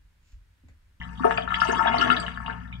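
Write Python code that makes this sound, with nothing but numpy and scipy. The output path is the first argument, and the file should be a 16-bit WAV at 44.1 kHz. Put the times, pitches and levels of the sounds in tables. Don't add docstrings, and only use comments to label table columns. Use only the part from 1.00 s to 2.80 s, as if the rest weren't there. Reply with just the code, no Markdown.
import sys
import numpy as np
from scipy import signal
from scipy.fft import rfft, irfft, next_fast_len
from scipy.io import wavfile
from scipy.ndimage import map_coordinates

SR = 44100
rng = np.random.default_rng(int(sys.argv[2]) if len(sys.argv) > 2 else 0)


def waveform_to_disk(signal):
    frames = np.transpose(np.atleast_2d(signal))
    scaled = np.clip(frames, -1, 1) * 32767
    samples = np.round(scaled).astype(np.int16)
    wavfile.write(sys.argv[1], SR, samples)


N = 79380
TIME = np.arange(N) / SR


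def amp(db):
    return 10 ** (np.asarray(db) / 20)


def unit(x):
    return x / np.sqrt(np.mean(x ** 2) + 1e-20)


def along(points, hz):
    f, value = np.transpose(points)
    return np.interp(np.log(hz + 1), np.log(f + 1), value)


def waver(steps):
    return map_coordinates(rng.standard_normal(steps + 1), [np.linspace(0, steps, N)], mode="nearest")


def filtered(x, response):
    size = 2 * next_fast_len(N)
    return irfft(rfft(x, size) * response(np.fft.rfftfreq(size, 1 / SR)), size)[..., :N]


def causal(db):
    cepstrum = irfft(np.log(amp(db)))
    half = len(cepstrum) // 2
    cepstrum[1:half] *= 2
    cepstrum[half + 1:] = 0
    return np.exp(rfft(cepstrum))


def place(starts, waves):
    at = (starts * SR).astype(int)[:, None] + np.arange(waves.shape[1])
    return np.bincount(at.ravel(), waves.ravel(), N)[:N]


def kitchen(hum_db=4, waver_db=.4, rumble_db=-42):
    # f/Hz, relative level/dB
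    hum_tones = [(59.2, -45), (118.4, -51.5), (177.6, -47.5)]
    # f/Hz, relative level/dB
    rumble_colour = [(20, -11), (45, 0), (110, 4), (150, 1.5), (200, 2), (250, 3), (300, -36), (500, -20.5),
                     (1500, -25.5), (4500, -53.5), (9500, -63), (11500, -61)]
    hum = 0
    for hz, db in hum_tones:
        peak = np.sqrt(2) * amp(db + hum_db + waver_db * waver(14))
        hum += peak * np.sin(2 * np.pi * (hz * TIME + rng.random()))
    rumble = filtered(rng.standard_normal(N), lambda f: amp(along(rumble_colour, f)))
    return hum + amp(rumble_db) * unit(rumble)


def tail(fade_s):
    hz, t, spectrum = signal.stft(rng.standard_normal(SR // 3), SR, nperseg=128)
    fade = amp(-60 * t / fade_s(hz)[:, None])
    echoes = signal.istft(spectrum * fade, SR, nperseg=128)[1]
    return np.pad(echoes / np.linalg.norm(echoes), (90, 0))


def scatter(x, fade_s, count=12):
    position = np.linspace(0, count - 1, N)
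    shares = (np.maximum(1 - abs(position - k), 0) ** .5 for k in range(count))
    return sum(signal.fftconvolve(x * share, tail(fade_s))[:N] for share in shares)


def reflections(x, basin_fade_s=0.063, room_db=-15):
    # f/Hz, gain/dB
    basin_colour = [(1500, -10), (6000, 0)]
    # f/Hz, time/s
    room_fade = [(200, 0.33), (2000, 0.34), (10000, 0.031)]
    bounces = scatter(x, lambda f: np.full_like(f, basin_fade_s))
    basin = filtered(bounces, lambda f: amp(along(basin_colour, f)))
    room = scatter(x, lambda f: along(room_fade, f))
    return basin + amp(room_db) * room


def left_and_right(f, left_lag_s=0.0009937):
    # f/Hz, level/dB
    balance = [(400, 5), (650, 3), (920, 8.5), (1400, 15.5), (1750, 8.5), (2200, 0.5), (3100, 5.5),
               (4900, -14.5), (6000, -12.5), (7600, -0.5), (9500, -13.5), (12000, -10)]
    half_lag = np.pi * f * left_lag_s
    return np.array([np.exp(-1j * half_lag), np.exp(1j * half_lag) * causal(-along(balance, f))])


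def drain(f, steel_width_hz=42, echo_s=0.013, echo_db=-12.5):
    # f/Hz, width/Hz, gain over direct sound/dB
    pipe_notes = [(248, 13.2, 9.5), (454.4, 6.8, 10.5), (654, 11, 7.5), (692, 10.2, 14.5),
                  (736.4, 19.2, 12.5), (910.5, 14.1, 25), (1111.6, 44, 8), (1287.4, 21.8, 10.5),
                  (1379.7, 19.3, 6), (1598, 26, 5.5), (1733, 72, 9)]
    # f/Hz, gain over direct sound/dB
    steel_notes = [(2670, -19), (2850, 11.5), (3080, 15.5), (3340, 17.5), (3730, 15), (4720, 16.5),
                   (4810, 3), (5340, 17.5), (6030, 10.5), (6520, 9.5), (7520, 24), (8000, 9), (8760, 10),
                   (9450, 11.5), (9900, 6)]
    # f/Hz, gain/dB
    mouth = [(60, -19), (200, 0), (450, -2), (520, -8.5), (620, 0.5), (730, 1.5), (840, -5), (950, -11),
             (1380, 3), (1520, -4.5), (1790, -0.5), (1890, -14.5), (2000, -1.5), (2300, -1), (3100, -3.5),
             (4000, -8), (5300, -29), (8000, -19), (11500, -34.5)]
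    notes = list(pipe_notes) + [(hz, steel_width_hz, db) for hz, db in steel_notes]
    ring = sum(amp(db) * 1j * f * width / (hz * hz - f * f + 1j * f * width) for hz, width, db in notes)
    echo = amp(echo_db) * np.exp(-2j * np.pi * f * echo_s)
    return (1 + ring + echo) * causal(along(mouth, f))


def air_column(hz=248, db=-26, start_s=0.898, rise_s=0.11):
    age = np.maximum(TIME - start_s, 0) / rise_s
    swell = (age * np.exp(1 - age)) ** 2
    wobble = waver(30)
    return amp(db + 2 * wobble) * swell * np.sin(2 * np.pi * hz * TIME + .5 * wobble)


def pings(starts, hz, gain, ring_cycles, attack_cycles=.6, attack_s=.0004, rise_per_s=2.9):
    t = np.arange(1500) / SR
    cycles = hz[:, None] * t
    onset = (1 - np.exp(-cycles / (attack_cycles + attack_s * hz[:, None]))) ** 2
    shape = onset * 10 ** (-cycles / ring_cycles[:, None])
    shape /= shape.max(1, keepdims=True)
    tone = np.sin(2 * np.pi * cycles * (1 + rise_per_s * t / 2))
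    return place(starts, gain[:, None] * shape * tone)


def droplets(ring_cycles=12):
    # t/s, f/Hz, relative level/dB
    hits = [(.252,9700,-27),(0.375,4770,-31.5),(.606,5140,-20.5),(.649,5910,-21.5),(0.687,8270,-25),(.720,6400,-16.5),(.808,10000,-36),(0.984,4420,-15.5),(1.014,5560,-20),(1.118,8450,-24),(1.1997,4620,-26),(1.2,8000,-20)]
    starts, hz, db = np.transpose(hits)
    return pings(starts, hz, amp(db), np.full(len(starts), ring_cycles))


def swarm(loudness, centre_hz, octaves, ring_cycles, spread_db, count):
    jitter, strength, length = rng.random((count, 3)).T
    starts = (np.arange(count) + 2 * jitter) / count * N / SR
    hz = np.minimum(centre_hz * 2 ** (octaves * rng.standard_normal(count)), SR / 3)
    cloud = pings(starts, hz, amp(spread_db * strength ** 2), ring_cycles * (.5 + length))
    return unit(cloud) * amp(np.interp(TIME, *np.transpose(loudness)))


def churn(bass_cut_hz=830):
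    # t/s, relative level/dB
    loudness = [(0, -46), (.17, -53.5), (.24, -35), (.33, -37), (.45, -46.5), (.52, -34.5), (.66, -31),
                (1.08, -27), (1.31, -43), (1.44, -44), (1.51, -39.5), (1.57, -46), (1.8, -60)]
    cloud = swarm(loudness, centre_hz=1411.5, octaves=0.521, ring_cycles=4.57, spread_db=11, count=1200)
    return filtered(cloud, lambda f: 1 - 1 / (1 + (f / bass_cut_hz) ** 10))


def fizz():
    # t/s, relative level/dB
    loudness = [(.17, -61), (.32, -47.5), (.47, -63), (.6, -46.5), (.71, -43), (.88, -52.5), (1.05, -43.5),
                (1.35, -60), (1.8, -74.5)]
    return swarm(loudness, centre_hz=6996, octaves=0.3996, ring_cycles=22, spread_db=16, count=2200)


def slosh():
    # t/s, relative level/dB
    loudness = [(.17, -64), (.27, -46), (.62, -55), (.7, -35.5), (1.1, -33.5), (1.24, -41.5), (1.36, -85.5),
                (1.5, -45), (1.62, -68)]
    return swarm(loudness, centre_hz=450.3, octaves=0.713, ring_cycles=5.5, spread_db=-14.5, count=400)


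def snaps(starts, hz, gain, ring_cycles, fade_s=0.006, dull_hz=2000, splashy_cycles=3.7):
    t = np.arange(700) / SR
    shape = np.exp(-t / fade_s) * (1 - np.exp(-2 * t / fade_s))
    puffs = rng.standard_normal((len(starts), len(t))) * shape
    strength = gain * hz / dull_hz * np.minimum(splashy_cycles / ring_cycles, 1)
    tearing = place(starts, strength[:, None] * puffs)
    return filtered(tearing, lambda f: 1 / (1 + 1j * f / dull_hz) / (1 + .5j * f / dull_hz))


def glugs(snap_db=-27, spray_count=4, spray_db=-16.5, spray_delay_s=0.011, spray_octaves=0.53):
    # t/s, f/Hz, relative level/dB, ring length/cycles
    bubbles = [(0.014,1960,-25.5,9.7),(.196,1094,-27,9),(0.203,254,-24.5,4.2),(0.234,1400,-20,10.5),(.243,1170,-10.5,2.3),(0.246,398,-8,2.3),(.251,678,-11,2),(0.309,1350,-6.5,0.86),(0.375,2430,-14.5,7.2),(0.382,630,-18.5,1.54),(0.38,1426,-15.5,3),(0.413,1425,-25,1.4),(.476,1380,-17.5,2.6),(0.505,1364,-18,1.7),(.521,1245,-15.5,5.5),(.542,2110,-11.5,2.7),(0.543,3130,-19.5,7.1),(0.601,2970,-22.5,3.5),(.617,1380,-6.5,2.94),(.654,924,-18,3.6),(0.687,391,-14.5,3.4),(0.697,1480,-12.5,3.1),(.729,919,-20.5,9.1),(0.793,1260,-11,1.8),(0.804,917,-19.5,15),(.851,1580,-17.5,2),(.857,803,-13,2.4),(0.866,957,-17,11),(0.871,3350,-24.5,10),(0.871,1549,-15.5,26),(.942,858,-13,2),(1.011,2765,-16,5.4),(1.014,1350,-15.5,12.6),(1.022,1410,-17.5,19),(1.101,2680,-12.5,4.8),(1.101,1410,-7,5.1),(1.115,1440,-11.5,14),(1.166,3460,-18.5,2.1),(1.171,1635,-20.5,4.7),(1.264,2920,-27.5,14),(1.281,1760,-16.5,1.12),(1.374,1500,-20.5,2.3),(1.402,1234,-26,2.7),(1.462,2640,-24.5,2.8),(1.462,917,-32,3.5),(1.48,1130,-19.5,1.9),(1.497,1510,-21,9.4),(1.653,1820,-40.5,12),(1.726,2320,-29.5,16)]
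    starts, hz, db, ring_cycles = np.transpose(bubbles)
    sound = pings(starts, hz, amp(db), ring_cycles)
    sound += snaps(starts, hz, amp(db + snap_db), ring_cycles)
    for _ in range(spray_count):
        delay = rng.exponential(spray_delay_s, len(starts))
        octaves_up = spray_octaves * np.abs(rng.standard_normal(len(starts)))
        spray_hz = np.minimum(hz * 2 ** octaves_up, SR / 3)
        sound += pings(starts + delay, spray_hz, amp(db + spray_db), ring_cycles)
    return sound


def scene():
    water = churn() + fizz() + slosh() + glugs() + droplets()
    gurgle = filtered(water, drain)
    sides = np.array([gurgle + reflections(gurgle) for _ in range(2)])
    return filtered(sides + air_column() + kitchen(), left_and_right)


def record(dry, top_hz=15700):
    return filtered(dry, lambda f: f < top_hz)


dry = scene()
out = record(dry)
waveform_to_disk(out)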